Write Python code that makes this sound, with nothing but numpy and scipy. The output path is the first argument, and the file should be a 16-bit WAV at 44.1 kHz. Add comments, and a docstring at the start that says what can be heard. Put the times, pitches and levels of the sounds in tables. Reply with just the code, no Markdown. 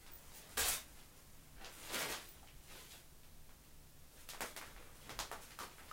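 """A carpeted living room, where a puppy tugs at a newspaper that someone holds. A strip rips off in a dense
run of breaking fibres; then the sheet is pulled, crumpled and bitten, crackling with tiny fractures and
buckling with sharp snaps. A small metal tag tinkles faintly, and soft shoves thud against lap and floor.
The walls answer the paper and the tag; underneath lie a low appliance hum, rumble and microphone hiss."""
import sys
import numpy as np
from scipy import signal
from scipy.fft import rfft, irfft, next_fast_len
from scipy.io import wavfile
from scipy.ndimage import map_coordinates

SR = 44100
rng = np.random.default_rng(int(sys.argv[2]) if len(sys.argv) > 2 else 0)


def int16_out(signal):
    """Quantize to a 16-bit WAV file."""
    q = np.round(np.clip(np.atleast_2d(signal).T, -1, 1) * 32767)
    wavfile.write(sys.argv[1], SR, q.astype(np.int16))


N = 261072
TIME = np.arange(N) / SR

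# tone of the hiss and of the low rumble: frequency_hz, density_db
HISS_EQ = [(120, -18), (200, -9), (320, -4), (500, -7), (800, -9.5), (1500, -13), (3500, -14.5),
           (8000, -14.5), (15700, -15)]
RUMBLE_EQ = [(7.1, -17.5), (12, 6), (26, -8.5), (43, -12), (75, -11.5), (97, -17), (141, -19.5),
             (300, -24.5), (390, -67.5), (660, -120)]
# partials of the appliance hum: pitch_hz, level_db
HUM_PARTIALS = [(73, -78), (145.6, -76), (219, -100.5)]
# the sheet stirring in the hands: start_s, end_s, level_db
SHEET_STIRS = [(0.0, 0.9, -69), (1.0, 2.453, -76), (4.203, 5.92, -70.5)]
# pulls on the sheet, each a swell and a fade: peak_s, rise_s, fall_s, level_db, brightness_db
SHEET_PULLS = [(0.375, 0.1, 0.13, -64, 4), (0.503, 0.012, 0.036, -62, 5.5), (0.96, 0.05, 0.14, -70, 2),
               (1.18, 0.037, 0.061, -75.5, 9), (1.616, 0.037, 0.06, -64, -15), (1.83, 0.13, 0.13, -57, 1.5),
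               (1.94, 0.055, 0.092, -45.5, -1.5), (2.02, 0.042, 0.05, -44, -3),
               (2.1, 0.035, 0.062, -48, -0.5), (2.17, 0.054, 0.18, -60, 1.5),
               (2.72, 0.058, 0.078, -62.5, -5.5), (2.775, 0.15, 0.12, -62, 3),
               (2.92, 0.038, 0.071, -59, 1.5), (4.19, 0.11, 0.1, -68.5, 1),
               (4.46, 0.025, 0.063, -57.5, 1.5), (4.65, 0.06, 0.072, -66, -7),
               (4.715, 0.025, 0.026, -70, 7), (4.81, 0.06, 0.11, -72, -16), (5.065, 0.053, 0.11, -61.5, -2),
               (5.435, 0.026, 0.044, -64.5, 5.5), (5.63, 0.047, 0.034, -57, -1),
               (5.715, 0.025, 0.027, -67.5, -5), (5.8, 0.018, 0.031, -64.5, 1), (5.89, 0.02, 0.04, -67, 0)]
# the paper's three voices, from wide panels through creases to single fibres: frequency_hz, density_db
FLUTTER_EQ = [(40, -10), (120, -4.5), (280, -1.5), (480, 2), (650, 0.5), (900, -1), (1400, -1), (2100, -3),
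              (3200, -11), (7000, -49)]
CRINKLE_EQ = [(600, -48.5), (1500, -4), (2400, 1), (3400, 3), (4600, -0.5), (6500, -7), (9000, -17.5),
              (16000, -49)]
FIZZ_EQ = [(2500, -28), (5000, -2), (6800, 1), (8500, 1.5), (10500, 1), (13000, -2), (16000, -4)]
# the slack sheet flapping: frequency_hz, density_db
FLAP_EQ = [(30, -31), (80, 9), (180, 0.5), (380, 4), (600, -18.5), (1500, -51)]
# the sheet buckling: start_s, pop_hz, pop_q, pop_db, crack_db, fizz_db
BUCKLES = [(0.064, 1400, 0.51, -69, -65, -79), (1.645, 1000, 0.7, -66, -55, -75),
           (2.125, 1250, 0.8, -52.5, -51, -73), (2.43, 810, 5.7, -67, -79, -82),
           (2.474, 3060, 4.3, -67, -69, -81.5), (3.233, 1500, 1.0, -80, -71.5, -77),
           (3.493, 980, 0.63, -70, -74, -82), (3.638, 1300, 0.8, -90, -73.5, -74.5),
           (4.289, 1780, 0.38, -61.5, -53, -54.5), (4.335, 1490, 0.3, -57.5, -63, -64),
           (4.407, 885, 0.14, -45.5, -51.5, -49.5), (4.564, 1220, 0.32, -54.5, -54.5, -54),
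           (4.614, 1790, 0.96, -56, -66, -65), (4.764, 1700, 0.43, -63.5, -69, -85),
           (5.094, 950, 0.27, -53.5, -56, -62), (5.19, 1010, 1.2, -48, -45, -53),
           (5.315, 900, 0.95, -49, -60, -57.5), (5.507, 1910, 1.4, -66, -63, -74),
           (5.589, 1200, 4.8, -51.5, -55.5, -57.5), (5.623, 1070, 1.8, -59, -60.5, -69),
           (5.783, 1890, 1.3, -62, -73, -82), (5.913, 1240, 10, -53, -64, -67)]
# one crease cracking: ratio_to_centre, density_db
CREASE_EQ = [(.15, -21), (.5, -12), (.78, -2), (1.2, -1.5), (1.8, -4.5), (4, -27)]
# light contacts on the tag: start_s, level_db
TAG_HITS = [(0.1191, -51), (0.1351, -45.5), (0.3574, -51), (0.7864, -58), (2.2874, -51), (2.3017, -61)]
# the tag's ringing modes: pitch_hz, level_db, t60_s
TAG_MODES = [(8450, -17, 0.068), (10400, -26, .12), (15000, 3.5, 0.051)]
# flutter, crinkle and fizz of the rip, a row each: level_db, sag_db_per_s
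RIP_LAYERS = [(-46.5, 18), (-39.5, 38), (-36.5, 18)]
# dull shoves against lap and floor: start_s, level_db
SHOVES = [(0.599, -45.5), (1.546, -51.5), (2.537, -54), (4.42, -59), (4.75, -53.5), (5.166, -44)]

RIP_START_S, RIP_FREE_S = 0.578, 0.73  # the strip gives way, then comes free


def amp(db):
    """Decibels to gain."""
    return 10 ** (np.asarray(db) / 20)


def unit(x):
    """Scale to rms 1."""
    return x / np.sqrt(np.mean(x ** 2) + 1e-20)


def wobble(rate):
    """A smooth random curve with rate knots a second."""
    steps = np.arange(0, N / SR * rate + 1, 1 / 8)
    knots = rng.standard_normal(int(steps[-1]) + 4)
    return np.interp(TIME * rate, steps, map_coordinates(knots, [steps]))


def coloured(x, eq, size=4096):
    """Minimum-phase filter through (frequency_hz, level_db) points on a log frequency axis."""
    hz, db = np.transpose(eq)
    curve_db = np.interp(np.log(np.fft.rfftfreq(size, 1 / SR) + 1), np.log(hz + 1), db)
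    cepstrum = irfft(np.log(amp(curve_db)))
    cepstrum[1:size // 2] *= 2
    cepstrum[size // 2 + 1:] = 0
    return signal.oaconvolve(x, irfft(np.exp(rfft(cepstrum))))[:len(x)]


def add(track, start_s, sound):
    """Mix a sound into the track from start_s on."""
    part = track[max(round(start_s * SR), 0):][:len(sound)]
    part += sound[:len(part)]


def gate(start_s, end_s, edge_s):
    """Full gain while a movement lasts, with a fade of edge_s on either side."""
    return np.interp(TIME, [start_s - edge_s, start_s, end_s, end_s + edge_s], [0, 1, 1, 0])


def swell(peak_s, rise_s, fall_s, depth_db=13, shape=1.08):
    """A gain of 1 at peak_s, depth_db lower at the ends of rise and fall; shape 1 is pointed, 2 round."""
    away = np.abs(TIME - peak_s) / np.where(TIME < peak_s, rise_s, fall_s)
    return amp(-depth_db * np.minimum(away, 5) ** shape)


def rumble(rest_db=-60, rip_db=-54, shove_trim_db=-7):
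    """A low bed that rises as bodies shift, in the rip and around each shove."""
    shoves = [swell(at_s, rise_s=0.14, fall_s=0.14) * amp(db + shove_trim_db) for at_s, db in SHOVES]
    recoil = amp(rip_db) * gate(RIP_START_S, RIP_FREE_S, edge_s=0.026)
    gain = np.sqrt(amp(rest_db) ** 2 + recoil ** 2 + np.sum(np.square(shoves), axis=0))
    return gain * unit(coloured(rng.standard_normal(N), RUMBLE_EQ, size=16384))


def appliance_hum(waver_db=3.0, drift_rad=0.44):
    """Low partials, each wavering a little in level and phase."""
    hum = np.zeros(N)
    for hz, db in HUM_PARTIALS:
        gain = np.sqrt(2) * amp(db + waver_db * wobble(3.88))
        hum += gain * np.sin(2 * np.pi * hz * TIME + drift_rad * wobble(2.85))
    return hum


def room_tone(hiss_db=-65):
    """The bed under the action: steady microphone hiss over rumble and hum."""
    hiss = amp(hiss_db) * unit(coloured(rng.standard_normal(N), HISS_EQ))
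    return hiss + rumble() + appliance_hum()


def crackle(eq, per_s, spread_db, clump_db):
    """Tiny fractures of unequal size, louder in clumps; rms 1."""
    at = np.flatnonzero(rng.random(N) < per_s / SR)
    size_db = spread_db * np.minimum(rng.exponential(size=N)[at], 4)
    polarity = np.sign(rng.random(N)[at] - 0.5)
    clicks = np.zeros(N)
    clicks[at] = polarity * amp(size_db + clump_db * wobble(70)[at])
    return unit(coloured(clicks, eq))


def paper(gains, trims_db, per_s, spread_db, clump_db):
    """Panels flutter, creases crinkle and fibres fizz, each as its own stream of fractures."""
    voices = zip(gains, trims_db, (FLUTTER_EQ, CRINKLE_EQ, FIZZ_EQ))
    return sum(gain * amp(db) * crackle(eq, per_s, spread_db, clump_db) for gain, db, eq in voices)


def handling(flutter_tilt=0.63, stir_crinkle_db=-3.5, waver_db=1.8):
    """Flutter, crinkle and fizz gains: pulls over faint stirring; bright pulls trade flutter for fizz."""
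    stir = sum(amp(db) * gate(start_s, end_s, edge_s=0.12) for start_s, end_s, db in SHEET_STIRS)
    stir *= amp(waver_db * wobble(12))
    power = np.outer(amp([0, stir_crinkle_db, 0]), stir) ** 2
    for peak_s, rise_s, fall_s, db, bright_db in SHEET_PULLS:
        balance = amp([db - flutter_tilt * bright_db, db, db + bright_db])
        power += np.outer(balance, swell(peak_s, rise_s, fall_s)) ** 2
    return np.sqrt(power)


def rustle(flap_db=-12):
    """Pulls crumple the sheet in a loose crackle; the slack sheet also flaps as a whole."""
    gains = handling()
    flap = amp(flap_db) * gains[0] * crackle(FLAP_EQ, per_s=600, spread_db=0.5, clump_db=4.5)
    return flap + paper(gains, trims_db=(1.37, 1, 2), per_s=2200, spread_db=4, clump_db=2.5)


def wall_echoes(count, arrival_s=0.011, near_db=-8, body_t60_s=0.26, treble_t60_s=0.19, split_hz=6000):
    """Room tails of energy 1: weak echoes off near furniture, then the dense return from the walls."""
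    t = np.arange(SR // 4) / SR
    noise = rng.standard_normal((count, len(t)))
    body = signal.lfilter(*signal.butter(1, split_hz, fs=SR), noise)
    tails = body * amp(-60 * t / body_t60_s) + (noise - body) * amp(-60 * t / treble_t60_s)
    tails *= amp(np.interp(t, [0, arrival_s / 2, arrival_s], [near_db, near_db, 0]))
    return tails / np.linalg.norm(tails, axis=1, keepdims=True)


def in_room(x, wet_db, size=2500):
    """A moving source meets a new pattern of echoes every moment; energy is kept."""
    pieces = np.pad(x, (0, -N % size)).reshape(-1, size)
    tails, wet = wall_echoes(len(pieces)), np.zeros(N)
    for k in np.flatnonzero(pieces.any(axis=1)):
        add(wet, k * size / SR, signal.fftconvolve(pieces[k], tails[k]))
    return (x + amp(wet_db) * wet) / np.hypot(1, amp(wet_db))


def snaps(pop_trim_db=1, fizz_trim_db=1.5, wet_db=4.5, rise_s=0.001, crack_t60_s=0.01):
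    """A panel flips through: it pops for a few cycles while its crease cracks and fibres break."""
    track, t = np.zeros(N), np.arange(SR // 20) / SR
    flip = signal.unit_impulse(len(t))
    for start_s, pop_hz, pop_q, pop_db, crack_db, fizz_db in BUCKLES:
        panel = signal.lfilter(*signal.iirpeak(pop_hz, max(pop_q, pop_hz / SR * 10), SR), flip)
        pop = amp(pop_db + pop_trim_db) * unit(coloured(panel, FLUTTER_EQ))
        crack_hz = 3460 * 2 ** ((crack_db + 55.5) / 55)  # harder is brighter: an octave per 55 dB
        crease_eq = [(ratio * crack_hz, db) for ratio, db in CREASE_EQ]
        bright_layers = [(crease_eq, crack_db), (FIZZ_EQ, fizz_db + fizz_trim_db)]
        fractures = rng.standard_normal(len(t)) * (1 - np.exp(-t / rise_s)) * amp(-60 * t / crack_t60_s)
        crack = sum(amp(db) * unit(coloured(fractures, eq)) for eq, db in bright_layers)
        add(track, start_s, pop + crack)
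        # the walls gather what the sheet sends in all directions, so their colour is even
        sends = [pop] + [amp(db) * unit(coloured(flip, eq)) for eq, db in bright_layers]
        echoes = signal.fftconvolve(sends, wall_echoes(len(sends)), axes=1).sum(axis=0)
        add(track, start_s, amp(wet_db) * echoes)
    return track / np.hypot(1, amp(wet_db))


def tag_tinkle(trim_db=2, scatter_db=0.99):
    """Each light contact rings the metal tag's high modes at new strengths."""
    track, t = np.zeros(N), np.arange(SR // 4) / SR
    for start_s, hit_db in TAG_HITS:
        ring = sum(amp(db + rng.normal(0, scatter_db) - 60 * t / t60_s) * np.sin(2 * np.pi * hz * t)
                   for hz, db, t60_s in TAG_MODES)
        add(track, start_s, amp(hit_db + trim_db) * ring)
    return track


def rip(release_db_per_s=334, jerk_db=7, jerk_s=0.013, low_cut_hz=750):
    """Fibres break in a dense run that slackens until the strip is free; the taut sheet has little bass."""
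    age = np.maximum(TIME - RIP_START_S, 0)
    release = amp(-release_db_per_s * np.maximum(TIME - RIP_FREE_S, 0))
    tearing = gate(RIP_START_S, N / SR, edge_s=0.0091) * release
    flutter, crinkle, fizz = [tearing * amp(db - sag * age) for db, sag in RIP_LAYERS]
    flutter *= amp(jerk_db * np.exp(-age / jerk_s))  # the first jerk shakes the whole sheet
    run = paper((flutter, crinkle, fizz), trims_db=(3.5, 0, 1), per_s=7000, spread_db=2, clump_db=4)
    return signal.lfilter(*signal.butter(1, low_cut_hz, "highpass", fs=SR), run)


def thuds(trim_db=-2, pitch_hz=42, swell_s=0.019):
    """Soft shoves against the lap and floor: one low push each."""
    track, t = np.zeros(N), np.arange(SR // 3) / SR
    push = np.sin(2 * np.pi * pitch_hz * t) * t / swell_s * np.exp(1 - t / swell_s)
    for start_s, db in SHOVES:
        add(track, start_s, amp(db + trim_db) * push)
    return track


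def scene():
    """One microphone hears everything, alike in both channels."""
    mono = in_room(rip() + rustle() + tag_tinkle(), wet_db=1.5) + snaps() + thuds() + room_tone()
    return np.array([mono, mono])


def record(dry, top_hz=15850):
    """A brick-wall high cut takes the top off the mix."""
    size = next_fast_len(N + SR // 2)
    passband = np.fft.rfftfreq(size, 1 / SR) < top_hz
    return irfft(rfft(dry, size) * passband, size)[:, :N]


dry = scene()
out = record(dry)
int16_out(out)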